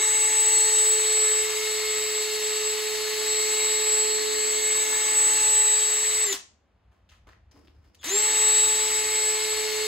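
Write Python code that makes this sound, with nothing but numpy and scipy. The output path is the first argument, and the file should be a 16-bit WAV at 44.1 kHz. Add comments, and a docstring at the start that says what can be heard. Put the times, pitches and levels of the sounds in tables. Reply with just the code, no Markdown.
"""A cordless drill spins a cone-shaped cutter at the cylinder edges of an engine block, in a small workshop.
Its motor hums once a turn and whines at 18 times that; gear meshes add raspy tones and a noisy rattle.
The drill is swung up and back, which turns its tones toward or away from the listener.
It brakes with a chirp, is shifted in the hands with clacks, ticks and a brushing sleeve, and runs up again.
Slowly changing diffuse room tails surround it, over the rumble, hum and faint air of the shop."""
import sys
import numpy as np
from scipy import signal
from scipy.fft import rfft, irfft, next_fast_len
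from scipy.io import wavfile
from scipy.ndimage import uniform_filter1d

SR = 44100
rng = np.random.default_rng(int(sys.argv[2]) if len(sys.argv) > 2 else 0)


def master_out(mix):
    """Clip the mix to full scale and print it as 16-bit PCM to the path in sys.argv[1]."""
    frames = np.transpose(np.atleast_2d(mix))
    ceiling = np.clip(frames, -1, 1)
    pcm = np.round(ceiling * 32767).astype(np.int16)
    wavfile.write(sys.argv[1], SR, pcm)


N = 435266
TIME = np.arange(N) / SR
BINS = np.fft.rfftfreq(N, 1 / SR)
WHINE_ORDER = 18  # whine cycles per turn of the shaft

# full speed sags a little as the drill is moved: (time [s], pitch of the whine [Hz])
FULL_SPEED = [(0, 7776), (.85, 7784), (1.4, 7747), (1.85, 7740), (2.0, 7721), (2.35, 7716), (3.1, 7732),
              (3.9, 7739), (4.45, 7717), (4.8, 7758), (5.35, 7765), (5.7, 7750), (6.0, 7725), (6.24, 7782),
              (8.3, 7758), (8.7, 7743), (9.45, 7755), (9.87, 7746)]


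def gain_of(db):
    """The decibel law: 20 dB is a tenfold amplitude."""
    return 10 ** (np.asarray(db) / 20)


def evened(x):
    """Normalisation to unit mean power (rms 1)."""
    return x / np.sqrt(np.mean(abs(x) ** 2) + 1e-20)


def read(points, hz, column=1):
    """Interpolation of a spectrum table on a log-frequency axis."""
    table = np.array(points)
    return np.interp(np.log(hz + 1), np.log(table[:, 0] + 1), table[:, column])


def curve(rows, column=1):
    """Linear interpolation of a time table."""
    table = np.array(rows)
    return np.interp(TIME, table[:, 0], table[:, column])


def coloured(x, db):
    """Zero-phase linear filtering by a dB value for each bin; rms 1."""
    return evened(irfft(rfft(x) * gain_of(db), N))


def wander(hz):
    """Low-pass noise as slow chance variation, its spectral amplitude halved at hz; rms 1."""
    size = next_fast_len(N, True)
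    low = np.fft.rfftfreq(size, 1 / SR)[:size // 16]
    spectrum = rng.standard_normal(len(low)) + 1j * rng.standard_normal(len(low))
    return evened(irfft(spectrum / (1 + (low / hz) ** 2), size)[:N])


def pair(likeness):
    """Partial coherence: white noise in two channels with a shared part."""
    common = rng.standard_normal(N)
    own = rng.standard_normal((2, N))
    likeness = np.clip(likeness, 0, 1)
    return np.sqrt(likeness) * common + np.sqrt(1 - likeness) * own


def resonances(rows, hz):
    """Superposed resonance peaks of Lorentzian shape, as a lift in dB."""
    return sum(db / (1 + (2 * (hz - centre) / width) ** 2) for centre, width, db in rows)


def motor(pulled, released):
    """Rotor inertia: share of full speed through a quick run-up, a short coast, then the brake."""
    spin_up_s = .043
    coast_per_s, brake_after_s, brake_per_s = 1.42, .087, 10  # shares of full speed lost per second
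    run_up = 1 - np.exp(-np.maximum(TIME - pulled, 0) / spin_up_s)
    since = np.maximum(TIME - released, 0)
    slowed = coast_per_s * since + brake_per_s * np.maximum(since - brake_after_s, 0)
    return run_up * np.maximum(1 - slowed, 0)


def meshing(speed):
    """Contact threshold: the gears clatter only above a certain share of full speed."""
    rattle_from, rattle_power = 0.36, 0.44
    return np.clip((speed - rattle_from) / (1 - rattle_from), 0, 1) ** rattle_power


def housing_ring(x):
    """Modal resonance: the housing's low mode swells after the hum passes it and rings on."""
    peak_hz, width_hz, resonant_db = 398, 13, 7.5

    def response(hz):
        return 1 + gain_of(resonant_db) / (1 + 2j * (hz - peak_hz) / width_hz)

    full_speed_gain = abs(response(curve(FULL_SPEED).mean() / WHINE_ORDER))
    return irfft(rfft(x) * response(BINS), N) / full_speed_gain


def hum(turns, speed, tilt, wobble, waver=0.15, wobble_db=-63, second_power=4, tones_db=-2.6,
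        fading_db=3.0, fading_hz=2.6, rasp_hz=70):
    """Periodic forcing: rotor unbalance hums purely; bearings and gear meshes add unsteady, raspy tones."""
    # the hum beams at the listener as the drill is swung up: (time [s], level before radiation [dB])
    hum_level = [(0, -39), (.3, -40.5), (.6, -38), (1.0, -33.5), (2, -34.5), (3.1, -34), (3.8, -34),
                 (4.2, -32), (4.6, -34), (5.0, -38), (5.4, -42), (6.2, -40.5), (8.08, -37.5), (8.16, -35),
                 (8.235, -38.5), (8.3, -39), (8.8, -38), (9.3, -36.5), (9.87, -32.5)]
    # the hum shifts between the ears as the drill moves: (time [s], phase lead of left [rad])
    hum_lead = [(0, -1.2), (.4, -.3), (.8, .05), (2, -.1), (3.3, -.5), (4.3, -1.2), (5, -1.3), (5.6, -.35),
                (6.2, -.1), (8.12, -.4), (8.24, -1.5), (8.4, -.7), (9.2, -.4), (9.87, -.6)]
    # second harmonic of the hum: (time [s], level at full speed [dB])
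    second_level = [(0, -44.5), (.5, -41), (1, -50), (1.95, -55.5), (3.1, -51), (4, -47), (4.5, -56),
                    (5, -45.5), (5.6, -41), (6.1, -57), (8.3, -41.5), (9.87, -49)]
    # drone of the planet gears below the hum: (time [s], level at full speed [dB])
    drone_level = [(0, -59.5), (.5, -56), (1.1, -68.5), (2.9, -64), (3.3, -59.5), (3.9, -61), (4.2, -56),
                   (4.8, -56.5), (5.35, -55), (5.9, -63.5), (8.3, -57), (9.1, -60), (9.87, -64)]
    # gear tones at the 4th, 5th, 9th, 10th and 15th harmonics: (time [s], level before case lift [dB])
    fourth_level = [(0, -46), (.7, -55), (1.3, -45.5), (1.9, -56), (2.4, -50.5), (4, -51), (4.8, -45.5),
                    (5.5, -48), (6.2, -55), (8.2, -54), (8.5, -45), (8.85, -58), (9.25, -47), (9.87, -49)]
    fifth_level = [(0, -38), (.15, -37.5), (.78, -50.5), (1.1, -42), (1.65, -40), (2.1, -41), (2.8, -50),
                   (3.3, -44.5), (3.65, -40.5), (4.25, -48), (4.63, -39), (5.1, -41.5), (5.35, -46),
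                   (5.65, -66), (5.95, -46), (6.2, -44), (8.14, -47), (8.22, -40), (8.35, -40),
                   (8.6, -48.5), (8.95, -40.5), (9.25, -38), (9.55, -43), (9.8, -41.5)]
    ninth_level = [(0, -42), (.45, -50), (1.12, -43.5), (1.6, -48), (2.7, -46), (3.7, -40), (4.3, -46),
                   (4.9, -51), (5.25, -63), (5.7, -39.5), (6.2, -53), (8.2, -49), (8.6, -39), (9, -49),
                   (9.87, -46)]
    tenth_level = [(0, -62), (.42, -49), (.53, -37.5), (.68, -39), (.8, -50), (.95, -40.5), (1.2, -39.5),
                   (1.5, -50.5), (1.8, -37), (2.06, -47), (2.25, -40), (2.7, -43), (3.35, -36.5),
                   (3.65, -40), (4.2, -38), (4.7, -43), (4.97, -59.5), (5.2, -44), (5.6, -47.5),
                   (6.2, -45.5), (8.15, -43), (8.6, -42.5), (8.8, -50), (9.1, -44.5), (9.87, -38)]
    fifteenth_level = [(0, -40), (.4, -41.5), (.8, -44), (1.3, -54), (3.9, -54), (4.5, -48), (4.95, -42.5),
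                       (5.5, -44), (6.1, -57), (8.3, -49), (9.1, -59), (9.87, -47)]
    # raspy tone above the 6th harmonic, two tones between harmonics: (time [s], level before case lift [dB])
    rasp_level = [(0, -44), (.3, -43), (.8, -45.5), (1.05, -57), (1.4, -45), (1.8, -54), (2.5, -45),
                  (3.2, -52), (3.6, -46), (4.4, -56), (4.8, -50), (5.5, -44), (6.1, -53), (8.15, -46),
                  (8.45, -44), (8.9, -51), (9.4, -54), (9.8, -46)]
    low_gear_level = [(0, -49), (1.3, -47), (2, -49), (2.5, -46), (3.4, -56), (4.3, -58), (4.7, -46),
                      (5.6, -48), (6.2, -53), (8.2, -50), (8.5, -40), (9.1, -53), (9.87, -49)]
    high_gear_level = [(0, -58), (1.5, -53), (2, -45), (2.55, -47), (3.9, -49), (4.4, -42), (4.65, -44.5),
                       (5.3, -66), (5.8, -42), (6.25, -58.5), (8.1, -44.5), (8.17, -54), (8.3, -50),
                       (8.65, -45), (9.3, -50), (9.87, -43)]
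    # strong gear tones: (multiple of the shaft rate [1], level curve, roughness [0-1])
    gear_tones = [
        (.668, drone_level, .3), (4, fourth_level, .15), (5, fifth_level, .12),
        (6.355, rasp_level, .6), (8.668, low_gear_level, .4), (9, ninth_level, .35),
        (10, tenth_level, .1), (10.68, high_gear_level, .5), (15, fifteenth_level, .5)]
    # case resonances swept as the speed changes: (multiple [1], centre [Hz], width [Hz], lift [dB])
    mesh_peaks = [(5, 1970, 55, 8), (10.68, 3980, 260, 12)]
    # weaker tones: (multiple of the shaft rate [1], relative level held level [dB], swung up [dB])
    weak_tones = [(3, -55, -56), (6, -58, -56), (7, -59, -57), (8.73, -53, -57), (10.63, -54, -54),
                  (11, -57, -57), (13, -55, -58), (16, -54, -53), (19, -50, -55), (20, -62, -56),
                  (25, -58, -59), (30, -56, -54), (36, -51, -54)]
    dead_hz, dead_width_hz = 358, 10  # antiresonance of the housing
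    hum_from_hz = 270  # the housing is too small to radiate the hum below this pitch
    hum_power, tones_power = 0.2, 1.6  # growth with speed
    shaft_hz = speed * curve(FULL_SPEED) / WHINE_ORDER

    def tone(multiple, waver, rough=0, lead=0):
        unsteady = np.sqrt(1 - rough ** 2) + waver * (wander(14) + 1j * wander(8.6))
        if rough:
            unsteady = unsteady + rough * evened(wander(rasp_hz) + 1j * wander(rasp_hz))
        angle = 2 * np.pi * (multiple * turns + rng.random()) + lead
        return np.sqrt(2) * (unsteady * np.exp(1j * angle)).real

    def near(hz, width, multiple=1):
        return np.exp(-((multiple * shaft_hz - hz) / width) ** 2)

    def lift_db(multiple):
        return sum(db * near(hz, width, multiple) for k, hz, width, db in mesh_peaks if k == multiple)

    radiated = (1 - near(dead_hz, dead_width_hz)) / (1 + (hum_from_hz / (shaft_hz + 1)) ** 10)
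    lead = np.outer([1, 0], curve(hum_lead))
    hum_gain = gain_of(curve(hum_level)) + gain_of(wobble_db) * wobble
    first = radiated * hum_gain * tone(1, waver=0.05, lead=lead)
    second = speed ** second_power * gain_of(curve(second_level)) * tone(2, waver=0.078)
    meshes = sum(gain_of(curve(level) + lift_db(multiple)) * tone(multiple, waver, rough)
                 for multiple, level, rough in gear_tones)
    # each weak tone swells and fades by chance on its own
    gears = sum(gain_of(level + tilt * (up - level) + fading_db * wander(fading_hz)) * tone(multiple, waver)
                for multiple, level, up in weak_tones)
    drive = meshing(speed)
    ringing = housing_ring(drive * speed ** hum_power * first)
    return ringing + drive * speed ** tones_power * (second + meshes + gain_of(tones_db) * gears)


def whine(turns, speed, tilt, wobble, wobble_depth=0.0096, flutter=0.068, swell_db=1.0,
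          turned_swell_db=1.0, scatter_db=-43, whine_db=1.76):
    """Slot-passing tone: the motor's slots whistle; chuck wobble and scattered reflections add flutter."""
    # whine at full speed: (time [s], relative level [dB])
    whine_level = [(0, -26), (.32, -22.5), (.5, -20), (.8, -22.5), (1.0, -26), (1.42, -26.5), (1.62, -38.5),
                   (1.85, -31), (2.15, -28), (2.32, -40), (2.58, -28.5), (2.82, -36), (3.02, -49),
                   (3.2, -37), (3.42, -30), (3.75, -25.5), (4.15, -24.5), (4.5, -27.5), (4.8, -25.5),
                   (5.02, -28.5), (5.18, -21.5), (5.35, -24), (5.6, -19), (5.88, -25), (6.24, -24.5),
                   (8.22, -21), (8.33, -23), (8.48, -20.5), (8.92, -28), (9.2, -25), (9.87, -40)]
    whine_power = 8.5  # growth with speed
    swells = (swell_db + turned_swell_db * tilt) * wander(2.7)  # stronger when swung up
    fluttering = 1 + wobble_depth * wobble + flutter * wander(45)
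    direct = gain_of(whine_db + curve(whine_level) + swells) * fluttering
    scattered = gain_of(scatter_db) * (wander(12.0) + 1j * wander(15.0))
    carrier = np.exp(2j * np.pi * WHINE_ORDER * turns)
    return np.sqrt(2) * speed ** whine_power * ((direct + scattered) * carrier).real


def rattle(turns, speed, tilt, wobble, throb=0.11, wobble_depth=0.022, grain_db=1.0, patchy_db=1.5):
    """Random impact excitation: countless tooth and bearing contacts, bunched once a turn, ring the housing."""
    # colour of the rattle: (frequency [Hz], relative level held level [dB], swung up [dB])
    housing_colour = [(162, -23.5, -24), (394, -10, -6.5), (570, -7.5, -6.5), (1116, -5, -4),
                      (1590, -6, -4.5), (1836, 4, 3.5), (2433, -1.5, 2), (4200, -1, 0), (5100, -5, 1.5),
                      (5900, 1.5, 0.5), (6480, 2, -1.5), (8300, 0.5, 2), (8470, -15.5, -11),
                      (11350, -4, -2), (15500, -15.5, -16)]
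    # resonances of the gear case and cutter, and one dip: (centre [Hz], width [Hz], lift [dB])
    case_rings = [(550, 40, -1.5), (1167, 240, 3.5), (2010, 79, 1), (2795, 150, 1.5), (3860, 440, 3.5),
                  (4280, 470, 1.5), (6710, 210, 1.5)]
    # gear rattle held level, at full speed: (time [s], level [dB])
    rattle_level = [(0, -31.5), (.7, -30.5), (1.2, -31), (2.4, -31.5), (3.7, -30.6), (4.4, -32),
                    (5.4, -30.5), (6.2, -31.5), (8.07, -30.5), (8.2, -29.5), (8.5, -29), (9.1, -30.5),
                    (9.87, -31)]
    rattle_tilt_db = -2  # change when fully swung up
    turned_at = 0.64  # tilt from which the rattle has its swung-up colour
    contacts = pair(0.87) * gain_of(grain_db * wander(700)) * (1 + throb * np.cos(2 * np.pi * turns))
    # random patches of time and frequency make the rattle swell and fade unevenly
    z = signal.stft(contacts, nperseg=256)[2]
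    patches = uniform_filter1d(rng.standard_normal(z.shape[1:]), size=3, axis=0)
    patches = evened(uniform_filter1d(patches, size=6, axis=1))
    contacts = signal.istft(z * gain_of(patchy_db * patches), nperseg=256)[1][:, :N]
    rings = resonances(case_rings, BINS)
    level = coloured(contacts, read(housing_colour, BINS, 1) + rings)
    up = coloured(contacts, read(housing_colour, BINS, 2) + rings)
    turned = np.minimum(tilt / turned_at, 1)
    driven = gain_of(curve(rattle_level) + rattle_tilt_db * tilt) * meshing(speed)
    return driven * (1 + wobble_depth * wobble) * (level + turned * (up - level))


def room(x, count=7, stay_s=0.601):
    """Diffuse reverberation: bands decay at their own rates; the reflections change slowly in a steady cycle."""
    # decay of the room: (frequency [Hz], t60 [s])
    decay = [(100, 0.86), (500, 0.37), (2000, 0.32), (7000, 0.34), (15000, 0.073)]
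    out = np.zeros((2, N))
    for pattern in range(count):
        # the first 4 ms are silent
        taps = rng.standard_normal((2, SR // 2)) * (np.arange(SR // 2) / SR > .004)
        hz, t, z = signal.stft(taps, SR, nperseg=256)
        tail = signal.istft(z * gain_of(-60 * t / read(decay, hz)[:, None]), SR, nperseg=256)[1]
        # successive patterns crossfade at equal power
        away = abs((TIME / stay_s - pattern + count / 2) % count - count / 2)
        share = np.cos(np.pi / 2 * np.minimum(away, 1))
        out += signal.fftconvolve(share * x, tail / np.linalg.norm(tail[0]), axes=1)[:, :N]
    return out


def shop(rumble_db=-1.0, air_db=-71, waver=.5, surge_db=2.0):
    """Ambient noise split by a crossover: low rumble and machine hum come and go, under faint steady air."""
    # background spectrum before the crossover: (frequency [Hz], relative density [dB per Hz])
    background = [(12, -66), (28, -39), (52, -11), (73, -9), (88, -13), (104, -12.5), (130, -24.5),
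                  (200, -19), (240, -24.5), (330, -29.5), (700, -30), (3000, -42.5), (15000, -71)]
    # low rumble: (time [s], relative level [dB])
    rumble_level = [(.6, -60), (.85, -66), (2.6, -66), (5.4, -64), (5.9, -63), (6.6, -69), (7.2, -57.5),
                    (8.5, -61.5), (9.3, -60), (9.87, -63)]
    machine_hz, machine_db = 72, -5  # low machine hum, level relative to the rumble
    low = 1 / (1 + (BINS / 170) ** 4)
    rumble = coloured(pair(1.0), read(background, BINS) + 20 * np.log10(low))
    unsteady = 1 + waver * (wander(3) + 1j * wander(3))
    machine = evened((unsteady * np.exp(2j * np.pi * machine_hz * TIME)).real)
    air = coloured(pair(0.65), read(background, BINS) + 20 * np.log10(1 - low + 1e-9))
    surging = gain_of(rumble_db + curve(rumble_level) + surge_db * wander(7))
    return surging * (rumble + gain_of(machine_db) * machine) + gain_of(air_db) * air


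def chirps(overtone_db=-4, rough=0.042):
    """Frequency glide: the windings squeal, rough and falling, with one overtone, at braking or starting."""
    # squeals: (start [s], length [s], start pitch [Hz], end pitch [Hz], fundamental amplitude [dB])
    squeals = [(6.324, 0.0115, 4130, 3200, -26), (7.988, 0.059, 3650, 3100, -56)]
    out = np.zeros(N)
    unsteady = 1 + rough * wander(610)
    for s, length, start_hz, end_hz, db in squeals:
        u = np.clip((TIME - s) / length, 0, 1)
        angle = 2 * np.pi * np.cumsum(unsteady * start_hz * (end_hz / start_hz) ** u) / SR
        swell = np.sqrt(abs(np.sin(np.pi * u)))
        out += gain_of(db) * swell * sum(gain_of(overtone_db * k) * np.sin((k + 1) * angle) for k in range(2))
    return out


def clacks(attack_s=0.0015, grain_db=3):
    """Impact response: loose parts knock in grainy bursts, each with its own colour, and ring the shell."""
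    # drive train, trigger and grip, broad or narrow in colour:
    # (time [s], level before attack and decay [dB], t60 [s], centre [Hz], width [octaves])
    knocks = [(6.326, -30.5, 0.14, 4150, 2.8), (6.325, -26, 0.052, 6800, .3), (6.914, -66, 0.45, 696, 1.6),
              (7.090, -57.5, 0.2, 2840, 0.62), (7.092, -68, 0.13, 6300, .25), (7.116, -60, 0.27, 1900, 1.3),
              (7.268, -55, 0.14, 1000, 1.5), (7.269, -58, 0.16, 400, 0.74), (7.286, -56, 0.13, 1550, 0.5),
              (7.288, -70, .25, 4600, .4), (7.326, -64, 0.26, 1900, .5), (7.512, -60, 0.077, 1200, 3.1),
              (7.512, -59, .05, 5300, 0.2), (7.556, -58, 0.16, 600, 1.1), (7.585, -62, 0.3, 328, 0.39),
              (7.84, -64, 0.15, 1490, 1.7), (7.946, -48, 0.02, 4200, 1.2), (7.951, -47, 0.013, 4200, 1.1),
              (8.012, -57, .3, 3500, 1.3), (8.029, -45.5, 0.22, 2600, 1.4), (8.040, -34, 0.074, 4000, 5.3),
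              (8.040, -36, .06, 7660, 0.08)]
    # modes of the drill's shell: (centre [Hz], width [Hz], lift [dB])
    shell_modes = [(1040, 60, 9), (1270, 60, 2.5), (1800, 130, 4), (2250, 90, -5), (3100, 160, 2),
                   (4250, 200, -1), (6100, 180, 3)]
    out = np.zeros((2, N))
    t = np.arange(SR // 2) / SR
    hz = np.fft.rfftfreq(len(t), 1 / SR) + 1
    noise = pair(0.7) * gain_of(grain_db * wander(400))
    rise = 1 - np.exp(-t / attack_s)
    shell = gain_of(resonances(shell_modes, hz))
    for s, db, t60, centre_hz, octaves in knocks:
        span = slice(round(s * SR), round(s * SR) + len(t))
        band = 1 / (1 + (np.log2(hz / centre_hz) / octaves) ** 2)
        body = band / np.sqrt(1 + hz / centre_hz) * shell
        burst = evened(irfft(rfft(noise[:, span]) * body, len(t)))
        out[:, span] += burst * rise * gain_of(db - 60 * t / t60)
    return out


def sleeve():
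    """Friction noise: cloth rasps unevenly over the drill's body."""
    # brushing of the sleeve: (time [s], level [dB])
    brush_level = [(7.5, -95), (7.53, -61), (7.6, -62), (7.66, -65), (7.72, -73), (7.8, -73), (7.88, -71),
                   (8.0, -71), (8.1, -97)]
    # colour of the cloth: (frequency [Hz], relative density [dB per Hz])
    cloth_colour = [(100, -11), (300, 9.5), (600, -4.5), (1500, -8), (4000, -18), (5200, -8), (6500, -22),
                    (15000, -26.5)]
    rasping = pair(.8) * gain_of(3.5 * wander(58.5))
    return gain_of(curve(brush_level)) * coloured(rasping, read(cloth_colour, BINS))


def ticks():
    """Transient wavelets: small plastic parts of the shell snap, one short wavelet each."""
    # snaps: (time [s], peak level [dB], centre [Hz], length [s])
    snaps = [(7.595, -49, 7500, .00006), (7.6745, -45.5, 3000, .00019), (7.68, -54, 3200, .0002),
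             (7.683, -45, 3000, 0.0002)]
    out = np.zeros(N)
    for s, db, hz, length in snaps:
        t = TIME - s
        out += gain_of(db) * np.exp(-(t / length) ** 2) * np.cos(2 * np.pi * hz * t)
    return out


def scene(jitter=0.00057, gear_ratio=28, noise_room_db=-7, hum_room_db=-30, whine_room_db=-26):
    """Common rotation: one shaft drives every motor and gear layer; the chuck turns far slower and wobbles."""
    # pulls of the trigger: (pulled [s], released [s])
    pulls = [(-1, 6.24), (8.02, 11)]
    # how far the drill is swung up: (time [s], tilt [0-1])
    swing = [(0, 0.1), (.35, 0), (.75, 0), (1, 0.46), (1.6, 0.54), (2.1, 0.8), (2.8, 0.97), (3.5, 0.53),
             (4.15, 0.7), (4.6, 0.2), (5, 0.24), (5.45, 0.07), (6.2, 0.28), (8.4, 0.24), (9.2, 0.55),
             (9.87, 0.8)]
    speed = sum(motor(*pull) for pull in pulls)
    shaft_hz = speed * curve(FULL_SPEED) / WHINE_ORDER * (1 + jitter * wander(24.8))
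    turns = np.cumsum(shaft_hz) / SR
    tilt = np.clip(curve(swing), 0, 1)
    wobble = np.sqrt(2) * np.sin(2 * np.pi * turns / gear_ratio + wander(3.1))
    humming = hum(turns, speed, tilt, wobble)
    whining = whine(turns, speed, tilt, wobble) + chirps()
    noises = rattle(turns, speed, tilt, wobble) + clacks() + sleeve() + ticks()
    sent = gain_of(noise_room_db) * noises + gain_of(hum_room_db) * humming
    sent = sent + gain_of(whine_room_db) * whining
    return humming + whining + noises + room(sent) + shop()


def record(dry):
    """Interchannel phase and level: the two channels differ in both; then the band limit."""
    # phase between the channels: (frequency [Hz], lead of left [rad])
    channel_phase = [(0, 0), (700, -.1), (4500, -.25), (5800, -3), (6400, -5.9), (7450, -6.5), (7650, -7.4),
                     (7900, -7.6), (8500, -9.3), (9550, -9.5), (10400, -12.57), (11700, -12.57),
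                     (12700, -15.6), (13600, -15.7), (14600, -18.85)]
    # the hum is weak in the left channel: (frequency [Hz], left minus right [dB])
    channel_balance = [(280, .8), (405, 0), (424, -6.5), (440, -6.5), (490, 0), (850, 1.5), (1100, -.5),
                       (3000, 2), (5400, 3.3), (7000, 1.2), (7750, 1.6), (9000, -.3)]
    edge_hz = 15800
    lead = np.interp(BINS, *np.transpose(channel_phase))
    balance_db = read(channel_balance, BINS)
    channels = np.array([gain_of(balance_db / 2), gain_of(-balance_db / 2) * np.exp(-1j * lead)])
    heard = irfft(rfft(dry) * channels, N)
    low_pass = signal.firwin(511, edge_hz, window=("kaiser", 9), fs=SR)
    return signal.oaconvolve(heard, low_pass[None], "same")


dry = scene()
out = record(dry)
master_out(out)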